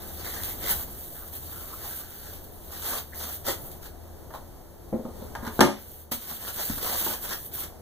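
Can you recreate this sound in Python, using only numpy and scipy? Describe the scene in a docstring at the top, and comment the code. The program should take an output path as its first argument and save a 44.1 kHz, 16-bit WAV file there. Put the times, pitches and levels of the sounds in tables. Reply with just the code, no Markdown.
"""Foam packing rubs on a wooden frame: each pull is stick-slip friction, noise shaped by countless tiny slips.
Skin hiss and lower slab rustle are coloured bands of that noise; squeaks are its judder modulating a tone.
As the frame comes out and is laid down, blows ring decaying modes of wood, edges slide, and foam lands and thuds.
A small reverberant room adds air noise, a wavering hum and a fan tone; two cross-fed ports widen the stereo.
"""
import sys
import numpy as np
from scipy import signal
from scipy.fft import rfft, irfft
from scipy.io import wavfile
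from scipy.ndimage import uniform_filter1d

SR = 44100
rng = np.random.default_rng(int(sys.argv[2]) if len(sys.argv) > 2 else 0)


def to_wav(s):
    """Save 16-bit WAV."""
    ch = np.atleast_2d(s).T  # columns
    pcm = np.round(np.clip(ch, -1, 1) * 32767)  # PCM
    wavfile.write(sys.argv[1], SR, pcm.astype(np.int16))


N = 344421
TIME = np.arange(N) / SR

# modes of the frame lying on the table, before extra damping: (frequency [Hz], level [dB], t60 [s])
FRAME_MODES = [(134, -3.5, 0.23), (211.7, 0.5, 0.45), (272, 1.5, 0.33), (338, -2.5, 0.12), (370, 1, 0.27),
               (480, -5, 0.18), (563, -5.5, 0.39), (633, -1.5, 0.19), (724, -9.5, 0.22), (792, -8, 0.31),
               (835, -7.5, 0.19), (867, -1.5, 0.18), (918, -3, 0.28), (1070, -2, 0.13), (1218, -5, 0.19),
               (1413, -11, 0.19), (1470, -19, 0.14), (1623, -3.5, 0.11), (1776, -6, 0.2), (1900, -19, 0.16),
               (1990, -18, 0.2)]
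# spectrum of the foam's rubbing skin: (frequency [Hz], level [dB])
SKIN_SPECTRUM = [(300, -15.5), (1200, -24.5), (2200, -15), (3200, -11.5), (5000, -17), (8000, -10),
                 (11000, -6), (14200, 1), (16000, -3)]
# spectrum of the foam slab's rustle: (frequency [Hz], level [dB])
SLAB_SPECTRUM = [(60, -41), (200, 1), (450, 2.5), (750, 0.5), (1200, -2), (1700, -5), (2400, -11),
                 (5000, -9.5)]
# spectrum of the frame's scraping edge: (frequency [Hz], level [dB])
EDGE_SPECTRUM = [(100, -21), (250, 12), (550, 19.5), (950, 11), (1650, -2), (2300, 7), (3900, -21),
                 (7000, -16), (15000, -25)]


def undb(db):
    """Level to amplitude: 20 dB is a factor of ten."""
    return 10 ** (np.asarray(db) / 20)


def unit(x):
    """Normalise the mean power: scale to rms 1."""
    return x / np.sqrt(np.mean(x ** 2))


def response(points, size):
    """Transfer function: gain per frequency bin, interpolated in dB over log frequency."""
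    hz, db = np.transpose(points)
    bins_hz = np.fft.rfftfreq(size, 1 / SR)
    return undb(np.interp(np.log(bins_hz + 1), np.log(hz), db))


def colour(x, points):
    """Linear filtering: multiply the spectrum by a gain curve, then scale to rms 1."""
    size = x.shape[-1]
    return unit(irfft(rfft(x) * response(points, size), size))


def band_level(x, band):
    """Band-power normalisation: scale so that one band has rms 1."""
    band_filter = signal.butter(4, band, "band", fs=SR, output="sos")
    return x / np.std(signal.sosfilt(band_filter, x))


def onset_level(x):
    """Onset normalisation: scale so that the first 20 ms have rms 1."""
    return x / np.std(x[:, :SR // 50])


def fade(t60, size):
    """Exponential damping: amplitude falls by 60 dB in t60 seconds."""
    return np.exp(-np.log(1000) * TIME[:size] / t60)


def walk(rate):
    """Slow random modulation: a smoothed wander of rms 1, with a new target rate times a second."""
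    hold = int(SR / rate)
    targets = rng.standard_normal(N // hold + 1)
    return unit(uniform_filter1d(np.repeat(targets, hold), hold)[:N])


def diffuse(size, likeness=0.67, apart_hz=900):
    """Diffuse-field coherence: long waves reach both ports partly alike, short ones are unrelated."""
    alike = likeness / (1 + (np.fft.rfftfreq(size, 1 / SR) / apart_hz) ** 2)
    mid, side = rfft(rng.standard_normal((2, size)))
    mid = mid * np.sqrt(1 + alike)
    side = side * np.sqrt(1 - alike)
    return unit(irfft(np.array([mid + side, mid - side]), size))


def room(x, wet_db, t60_s=0.24):
    """Reverberation: convolve with exponentially decaying diffuse noise and add it to the direct sound."""
    size = SR // 2
    after_gap = TIME[:size] > 0.006  # first 6 ms stay free of reverberation
    tail = diffuse(size) * fade(t60_s, size) * after_gap
    tail /= np.sqrt(np.sum(tail ** 2) / 2)  # unit energy per port
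    return x + undb(wet_db) * signal.fftconvolve(x, tail, axes=1)[:, :N]


def ring(modes, size, damping, spread=0.14, centred=False):
    """Modal synthesis: a sum of damped sinusoids, a little out of phase at the two ports."""
    if centred:  # modes start near zero, alternately rising and falling
        phases = np.pi * np.arange(len(modes))[:, None]
    else:
        phases = rng.uniform(0, 2 * np.pi, (len(modes), 1))
    phases = phases + spread * rng.standard_normal((len(modes), 2))
    total = 0
    for (hz, db, t60), phase in zip(modes, phases):
        swing = np.sin(2 * np.pi * hz * TIME[:size] + phase[:, None])
        total = total + undb(db) * fade(t60 / damping, size) * swing
    return total


def add(track, s, sound):
    """Superposition: mix a sound into the track from a given second."""
    start = int(s * SR)
    track[:, start:start + sound.shape[1]] += sound[:, :N - start]


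def stroke(start, length, attack_s=0.013, release_s=0.01, easing=0.012):
    """Envelope of one push: exponential approach, hold and decay; longer strokes ease more slowly."""
    age = np.maximum(TIME - start, 0)
    ease = easing * length
    attack = (1 - np.exp(-age / (attack_s + ease))) ** 2
    release = np.exp(-np.maximum(age - length, 0) / (release_s + ease))
    return attack * release


def friction(rate, scatter_db, judder_db, judder_rate, grain_t60):
    """Stick-slip friction: random slips of uneven size, each releasing a decaying burst of noise power."""
    occurs = rng.random(N) < rate / SR  # rate in slips per second
    slips = occurs * undb(scatter_db * np.minimum(rng.exponential(size=N), 5))
    slips = slips * undb(judder_db * walk(judder_rate))
    decay = fade(grain_t60, 2)[1] ** 2  # power kept from one sample to the next
    power = signal.lfilter([1], [1, -decay], slips ** 2 + 1e-18)
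    return diffuse(N) * np.sqrt(power)


def crackle(rate=110, scatter_db=1.0, t60=0.011):
    """Buckling instability: now and then a whole cell wall gives way with a tiny tick; rms 1."""
    return unit(friction(rate=rate, scatter_db=scatter_db, judder_db=2.0, judder_rate=28, grain_t60=t60))


def patchy(x, depth_db, size):
    """Time-varying filtering: narrow bands swell and sink as the contact moves from patch to patch."""
    bands = signal.stft(x, nperseg=size)[2]
    swell = rng.standard_normal(bands.shape[1:])
    swell = uniform_filter1d(swell, size=3, axis=0)  # across frequency
    swell = uniform_filter1d(swell, size=4, axis=1)  # through time
    return signal.istft(bands * undb(depth_db * unit(swell)))[1][:, :N]


def background():
    """Broadband flow noise and tonal hum: ventilation rumble, faint hiss, wavering hum and thin fan tone."""
    # spectrum of the ventilation's air noise: (frequency [Hz], level [dB])
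    air_spectrum = [(20, -2), (45, 1.5), (75, 1), (115, -3.5), (200, -6.5), (400, -6), (700, -10.5),
                    (1100, -22), (2000, -31), (4000, -34), (8000, -29.5), (14500, -23.5)]
    # level of the whole background over time, dipping just after the loud slap: (time [s], level [dB])
    swell_points = [(0, 4.5), (1.1, 1), (2.5, -0.5), (4.1, 1.5), (4.7, -2), (5.5, 4.5), (5.85, -4.5),
                    (6.1, -5.5), (6.6, -1.5), (7.2, 0.5), (7.8, 0)]
    air = band_level(colour(diffuse(N), air_spectrum), (100, 700))
    hum_hz = 78.6 + 3.45 * walk(20)
    hum = np.sin(2 * np.pi * np.cumsum(hum_hz) / SR) * undb(3.3 * walk(12))
    fan_hz = 347 + 3 * walk(15)
    fan = np.sin(2 * np.pi * np.cumsum(fan_hz) / SR) * undb(1.3 * walk(4.8))
    swell = undb(np.interp(TIME, *np.transpose(swell_points)))
    air_gain = undb(-50.5 + 1.3 * walk(4.5))
    return (air_gain * air + undb(-54.5) * unit(hum) + undb(-63) * unit(fan)) * swell


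def slides(frame_db=-3, ring_hz=3900, ring_width_hz=700, ring_db=-17):
    """Friction-driven resonance: the edge's slips excite the frame's modes, a faint ring and a hiss."""
    # the frame's edge sliding on the table:
    # (start [s], length [s], chatter [dB], hiss [dB], lowest frequency [Hz], highest frequency [Hz])
    slide_events = [(4.315, 0.045, -46, -47.5, 600, 1410), (5.131, 0.14, -51, -54, 120, 920),
                    (5.415, 0.068, -41, -44.5, 860, 1750), (5.5, 0.088, -48, -42.5, 150, 1700)]
    slips = friction(rate=2100, scatter_db=-3.0, judder_db=-3.5, judder_rate=76, grain_t60=0.017)
    frame = signal.fftconvolve(slips, ring(FRAME_MODES, SR // 4, damping=2.0), axes=1)[:, :N]
    chatter = colour(slips, EDGE_SPECTRUM) + undb(frame_db) * unit(frame)
    whine = unit(signal.lfilter(*signal.iirpeak(ring_hz, ring_hz / ring_width_hz, fs=SR), slips))
    hiss = colour(diffuse(N), SKIN_SPECTRUM)
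    out = 0
    for start, length, chatter_db, hiss_db, low_hz, high_hz in slide_events:
        contact = signal.butter(2, [low_hz, high_hz], "band", fs=SR, output="sos")
        wood = unit(signal.sosfilt(contact, chatter)) + undb(ring_db) * whine
        out = out + (undb(chatter_db) * wood + undb(hiss_db) * hiss) * stroke(start, length)
    return room(out, wet_db=-1.0)


def edge_knocks(scuff_db=-11, scuff_t60=0.25):
    """Contact low-pass: a soft bump of the held frame's edge excites only its lowest modes, plus a scuff."""
    # bottom edge bumping the table: (time [s], level before a common trim [dB], contact bandwidth [Hz])
    edge_events = [(4.9263, -24, 1000), (4.932, -26.5, 620), (4.9405, -21, 280), (4.994, -31, 500),
                   (5.05, -30, 377), (5.084, -37, 500), (5.221, -37.5, 550), (5.427, -32, 260),
                   (5.473, -30, 240)]
    # frame tilted on its edge in the hand, before a damping factor: (frequency [Hz], level [dB], t60 [s])
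    held_modes = [(84, -22, .12), (232, 6.5, 0.098), (350, -4, .08), (435, -5.5, 0.24), (512.4, 1, 0.15),
                  (624, -3, 0.11), (824, -15, 0.12), (1020, -21, 0.12)]
    out, size = np.zeros((2, N)), SR // 2
    for s, db, contact_hz in edge_events:
        contact = signal.butter(2, contact_hz, fs=SR, output="sos")
        notes = ring(held_modes, size, damping=0.76, centred=True)
        notes = onset_level(signal.sosfilt(contact, notes))
        scuff = colour(diffuse(size), EDGE_SPECTRUM) * fade(scuff_t60, size)
        scuff = onset_level(signal.sosfilt(contact, scuff))
        add(out, s, undb(db - 4.5) * (notes + undb(scuff_db) * scuff))
    return room(out, wet_db=-13)


def knocks(choke_s=0.022):
    """Impact excitation: blows ring frame and table; the contact band makes them dull or thin, slaps crack."""
    # wood knocking on the table: (time [s], level before a common trim [dB], lowest frequency [Hz],
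    # highest contact frequency [Hz], crack relative to wood [dB])
    knock_events = [(4.305, -46, 450, 2100, -12), (4.338, -41, 700, 1400, -10), (4.349, -41, 550, 1300, -8),
                    (5.052, -40.5, 500, 1210, -16), (5.3516, -33.5, 705, 1880, -8.5),
                    (5.45, -42, 900, 1900, -7), (5.467, -39, 1200, 1880, -4), (5.476, -41.5, 800, 1780, 1),
                    (5.592, -15, 106, 1250, -19.5), (5.6061, -14, 260, 1900, -3),
                    (5.6104, -9.5, 110, 1500, -9), (5.626, -18.5, 130, 1610, -19),
                    (5.645, -20, 80, 600, -29), (5.673, -24, 130, 900, -25), (7.063, -28, 256, 1400, -30)]
    # spectrum of the struck table top: (frequency [Hz], level [dB])
    table_spectrum = [(50, 10.5), (130, 0), (240, -2), (370, 14), (480, -9), (900, -4), (1600, -3.5),
                      (2400, -14), (6000, -28)]
    # spectrum of the hard crack: (frequency [Hz], level [dB])
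    crack_spectrum = [(500, 0), (2000, 1.5), (3200, 0.5), (4300, -6), (5500, -1), (7000, -5), (10000, -3.5),
                      (14000, -5.5), (16000, -16.5)]
    out, size = np.zeros((2, N)), SR // 2
    next_times = [row[0] for row in knock_events[1:]] + [np.inf]
    clack_and_rattle = fade(0.02, size) + undb(-2) * fade(0.11, size)
    for (s, db, low_hz, high_hz, crack_db), next_s in zip(knock_events, next_times):
        table = onset_level(colour(diffuse(size), table_spectrum) * clack_and_rattle)
        # the next contact damps the frame modes still ringing from this one
        choke = np.exp(-np.maximum(s + TIME[:size] - next_s, 0) / choke_s)
        frame = onset_level(ring(FRAME_MODES, size, damping=1.42)) * choke
        wood = undb(-1.5) * table + frame
        contact = signal.butter(3, [low_hz, high_hz], "band", fs=SR, output="sos")
        crack_decay = fade(0.034, size) + undb(-17) * fade(0.42, size)
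        crack = onset_level(colour(diffuse(size), crack_spectrum) * crack_decay)
        blow = onset_level(signal.sosfilt(contact, wood)) + undb(crack_db) * crack
        add(out, s, undb(db - 5.5) * blow)
    return room(out, wet_db=-5.0)


def thuds():
    """Damped bending vibration: as the slab lands, its upper modes die quickly and the low ones sway on."""
    # the slab set down: (time [s], level [dB])
    thud_events = [(6.697, -30.5), (6.771, -44)]
    # the whole slab bending, before a damping factor: (frequency [Hz], level [dB], t60 [s])
    bending_modes = [(30, -10, 0.36), (81, -12.5, 0.28), (139, -8, .16), (218, 2.5, 0.06), (289, 0, .06)]
    out = np.zeros((2, N))
    for s, db in thud_events:
        add(out, s, undb(db) * onset_level(ring(bending_modes, SR // 2, damping=0.66, centred=True)))
    return room(out, wet_db=-8.5)


def bumps(attack_s=0.0015):
    """Soft impact: a hand sets the slab's low modes going and scuffs its surface."""
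    # hand bumping the foam slab: (time [s], thump [dB], rustle [dB])
    bump_events = [(3.235, -61, -41.5), (6.116, -34, -33), (6.312, -45, -46), (6.697, -49, -38),
                   (6.778, -52, -41), (6.843, -46, -34.5), (7.076, -62, -53), (7.29, -53, -44)]
    # modes of the foam slab, before extra damping: (frequency [Hz], level [dB], t60 [s])
    slab_modes = [(91, -12, 0.19), (133, -1.5, 0.16), (182, -6, 0.1), (229, 9, 0.13), (274, -8, 0.2),
                  (345, -27, .1)]
    out, size = np.zeros((2, N)), SR // 3
    attack = 1 - np.exp(-TIME[:size] / attack_s)
    for s, thump_db, rustle_db in bump_events:
        rustle = onset_level(colour(diffuse(size), SLAB_SPECTRUM) * fade(0.079, size))
        thump = onset_level(ring(slab_modes, size, damping=1.17))
        add(out, s, (undb(thump_db) * thump + undb(rustle_db) * rustle) * attack)
    return room(out, wet_db=-4.5)


def squeaks(width_hz=380, wander=0.05, wander_per_s=18):
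    """Amplitude modulation: catching foam judders, spreading a wandering tone into a rough band."""
    # foam squeaking as it catches: (start [s], length [s], level [dB], pitch [Hz])
    squeak_events = [(0.226, 0.3, -54.5, 2093), (0.597, 0.13, -47.5, 2054), (1.136, 0.047, -52.5, 1550),
                     (1.201, 0.026, -51.5, 1390), (1.473, 0.2, -59, 1296), (1.711, 0.026, -45, 1217),
                     (1.784, 0.54, -66, 1563), (3.116, 0.02, -45, 1730), (7.306, 0.021, -38, 1710)]
    slips = friction(rate=1200, scatter_db=1, judder_db=1.2, judder_rate=60, grain_t60=0.012)
    low_pass = signal.butter(2, width_hz / 2, fs=SR, output="sos")
    judder = unit(signal.sosfilt(low_pass, slips))
    # phase of a 1 Hz wandering tone [rad], multiplied by each squeak's pitch
    turns = 2 * np.pi * np.cumsum(1 + wander * walk(wander_per_s)) / SR
    out = 0
    for start, length, db, hz in squeak_events:
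        tone = np.sqrt(2) * np.sin(hz * turns)
        out = out + judder * (undb(db) * tone * stroke(start, length))
    return room(out, wet_db=-6.0)


def snaps(attack_share=0.054):
    """Sudden release of stored strain: a stuck foam patch lets go; a larger patch takes longer to peel."""
    # foam snapping free: (time [s], level before a common boost [dB], nominal length [s])
    snap_events = [(0.4345, -29.5, 0.011), (0.495, -36, 0.01), (2.44, -53, 0.052), (2.853, -40, .02),
                   (3.464, -35.5, 0.046), (3.505, -35, 0.014), (3.713, -47.5, 0.046), (6.112, -34, 0.13)]
    out, size = np.zeros((2, N)), SR // 4
    for s, db, length in snap_events:
        attack = 1 - np.exp(-TIME[:size] / (attack_share * length))
        peel = attack * fade(length * 0.98, size)
        add(out, s, undb(db + 15.0) * colour(diffuse(size), SKIN_SPECTRUM) * peel)
    return room(out, wet_db=-0.5)


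def foam(rasp_hz=7350, rasp_db=6, rasp_share=0.58):
    """Stick-slip friction: cell walls catch and slip on wood with a bright hiss, and the slab rustles lower."""
    # pulls and brushes rubbing the foam, the first already under way, levels before common trims:
    # (start [s], length [s], skin hiss [dB], slab rustle [dB])
    pull_events = [(-0.06, 0.65, -43.5, -59), (0.142, 0.35, -47, -50), (0.226, 0.3, -39.5, -56.5),
                   (0.579, 0.25, -35.5, -53), (0.602, 0.11, -47, -42.5), (0.661, 0.061, -25.5, -40.5),
                   (0.837, 0.45, -43, -62.5), (1.301, 0.075, -38.5, -55.5), (1.38, 0.54, -42, -56.5),
                   (1.795, 0.21, -39, -54.5), (1.97, 0.4, -46.5, -57), (2.2, 1.57, -52.5, -70.5),
                   (2.61, 0.15, -50, -62), (2.696, 0.13, -40.5, -49), (2.807, 0.18, -35, -42.5),
                   (2.84, 0.065, -30.5, -60), (3.125, 0.23, -38.5, -52), (3.191, 0.055, -36, -43.5),
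                   (3.436, 0.084, -32, -40), (3.577, 0.1, -43.5, -76), (3.803, 0.066, -44, -53),
                   (3.876, 1.1, -64, -84), (5.751, 0.27, -48.5, -66), (6.179, 0.19, -40.5, -51),
                   (6.264, 0.056, -41, -48.5), (6.383, 0.12, -37.5, -47.5), (6.449, 0.035, -32, -41.5),
                   (6.514, 0.27, -34.5, -47.5), (6.567, 0.054, -39, -40.5), (6.788, 0.35, -31, -41),
                   (6.902, 0.12, -57, -44.5), (7.1, 0.37, -42, -62.5), (7.208, 0.048, -32.5, -43.5),
                   (7.265, 0.071, -37, -42), (7.507, 0.11, -35, -49), (7.586, 0.054, -36, -45.5)]
    fine = unit(friction(rate=5000, scatter_db=2.2, judder_db=1.3, judder_rate=70, grain_t60=0.006))
    skin = colour(patchy(fine + undb(-10) * crackle(), depth_db=2, size=256), SKIN_SPECTRUM)
    coarse = unit(friction(rate=1200, scatter_db=1.5, judder_db=1.74, judder_rate=64, grain_t60=0.024))
    slab = colour(patchy(coarse + undb(-3.5) * crackle(), depth_db=3, size=512), SLAB_SPECTRUM)
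    # overlapping pulls add in power
    power = np.zeros((2, N))
    for start, length, hiss_db, rustle_db in pull_events:
        power += np.outer(undb([hiss_db, rustle_db]), stroke(start, length)) ** 2
    hiss, rustle = np.sqrt(power)
    # the harder a pull shakes the slab, the more the skin rasps below rasp_hz
    skin = band_level(skin, (6000, 15000))
    rasp = signal.sosfiltfilt(signal.butter(4, rasp_hz, fs=SR, output="sos"), skin)
    rasp_gain = undb(rasp_db) * hiss ** (1 - rasp_share) * rustle ** rasp_share
    skin = (skin - rasp) * hiss + rasp * rasp_gain
    slab = band_level(slab, (900, 2000)) * rustle
    # the hand's wavering pressure lifts the slab while it slightly softens the skin
    pressure = walk(32)
    skin_gain = undb(-1.5 - 0.68 * pressure)
    slab_gain = undb(-7.0 + 3 * pressure)
    return room(skin_gain * skin + slab_gain * slab, wet_db=-2.5)


def scene():
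    """Superposition: foam, wood and room sound add linearly."""
    foam_sounds = foam() + snaps() + squeaks() + bumps() + thuds()
    wood_sounds = edge_knocks() + knocks() + slides()
    return foam_sounds + wood_sounds + background()


def record(dry, port_lag_s=0.000389, top_hz=15550):
    """Delay-and-subtract directivity: each port minus the other one delayed; then the top is cut."""
    # share of each port taken from the other, limited to 0 dB: (frequency [Hz], level [dB])
    cross_feed = [(100, -27), (500, -6.5), (1200, -3), (2600, 7.8), (5200, 0), (8000, -13), (13000, -1.5)]
    # response of the left port: (frequency [Hz], level [dB])
    left_port = [(100, 4), (300, 1), (6000, 2.5), (9000, -1), (12000, -3), (16000, -11)]
    ports = rfft(dry) * np.array([response(left_port, N), np.ones(N // 2 + 1)])
    lag = np.exp(-2j * np.pi * np.fft.rfftfreq(N, 1 / SR) * port_lag_s)
    share = np.minimum(response(cross_feed, N), 1)
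    wide = irfft(ports - share * lag * ports[::-1], N)
    top_cut = signal.ellip(10, 0.2, 70, top_hz, fs=SR, output="sos")
    return signal.sosfilt(top_cut, np.clip(wide, -1, 1))


dry = scene()
out = record(dry)
to_wav(out)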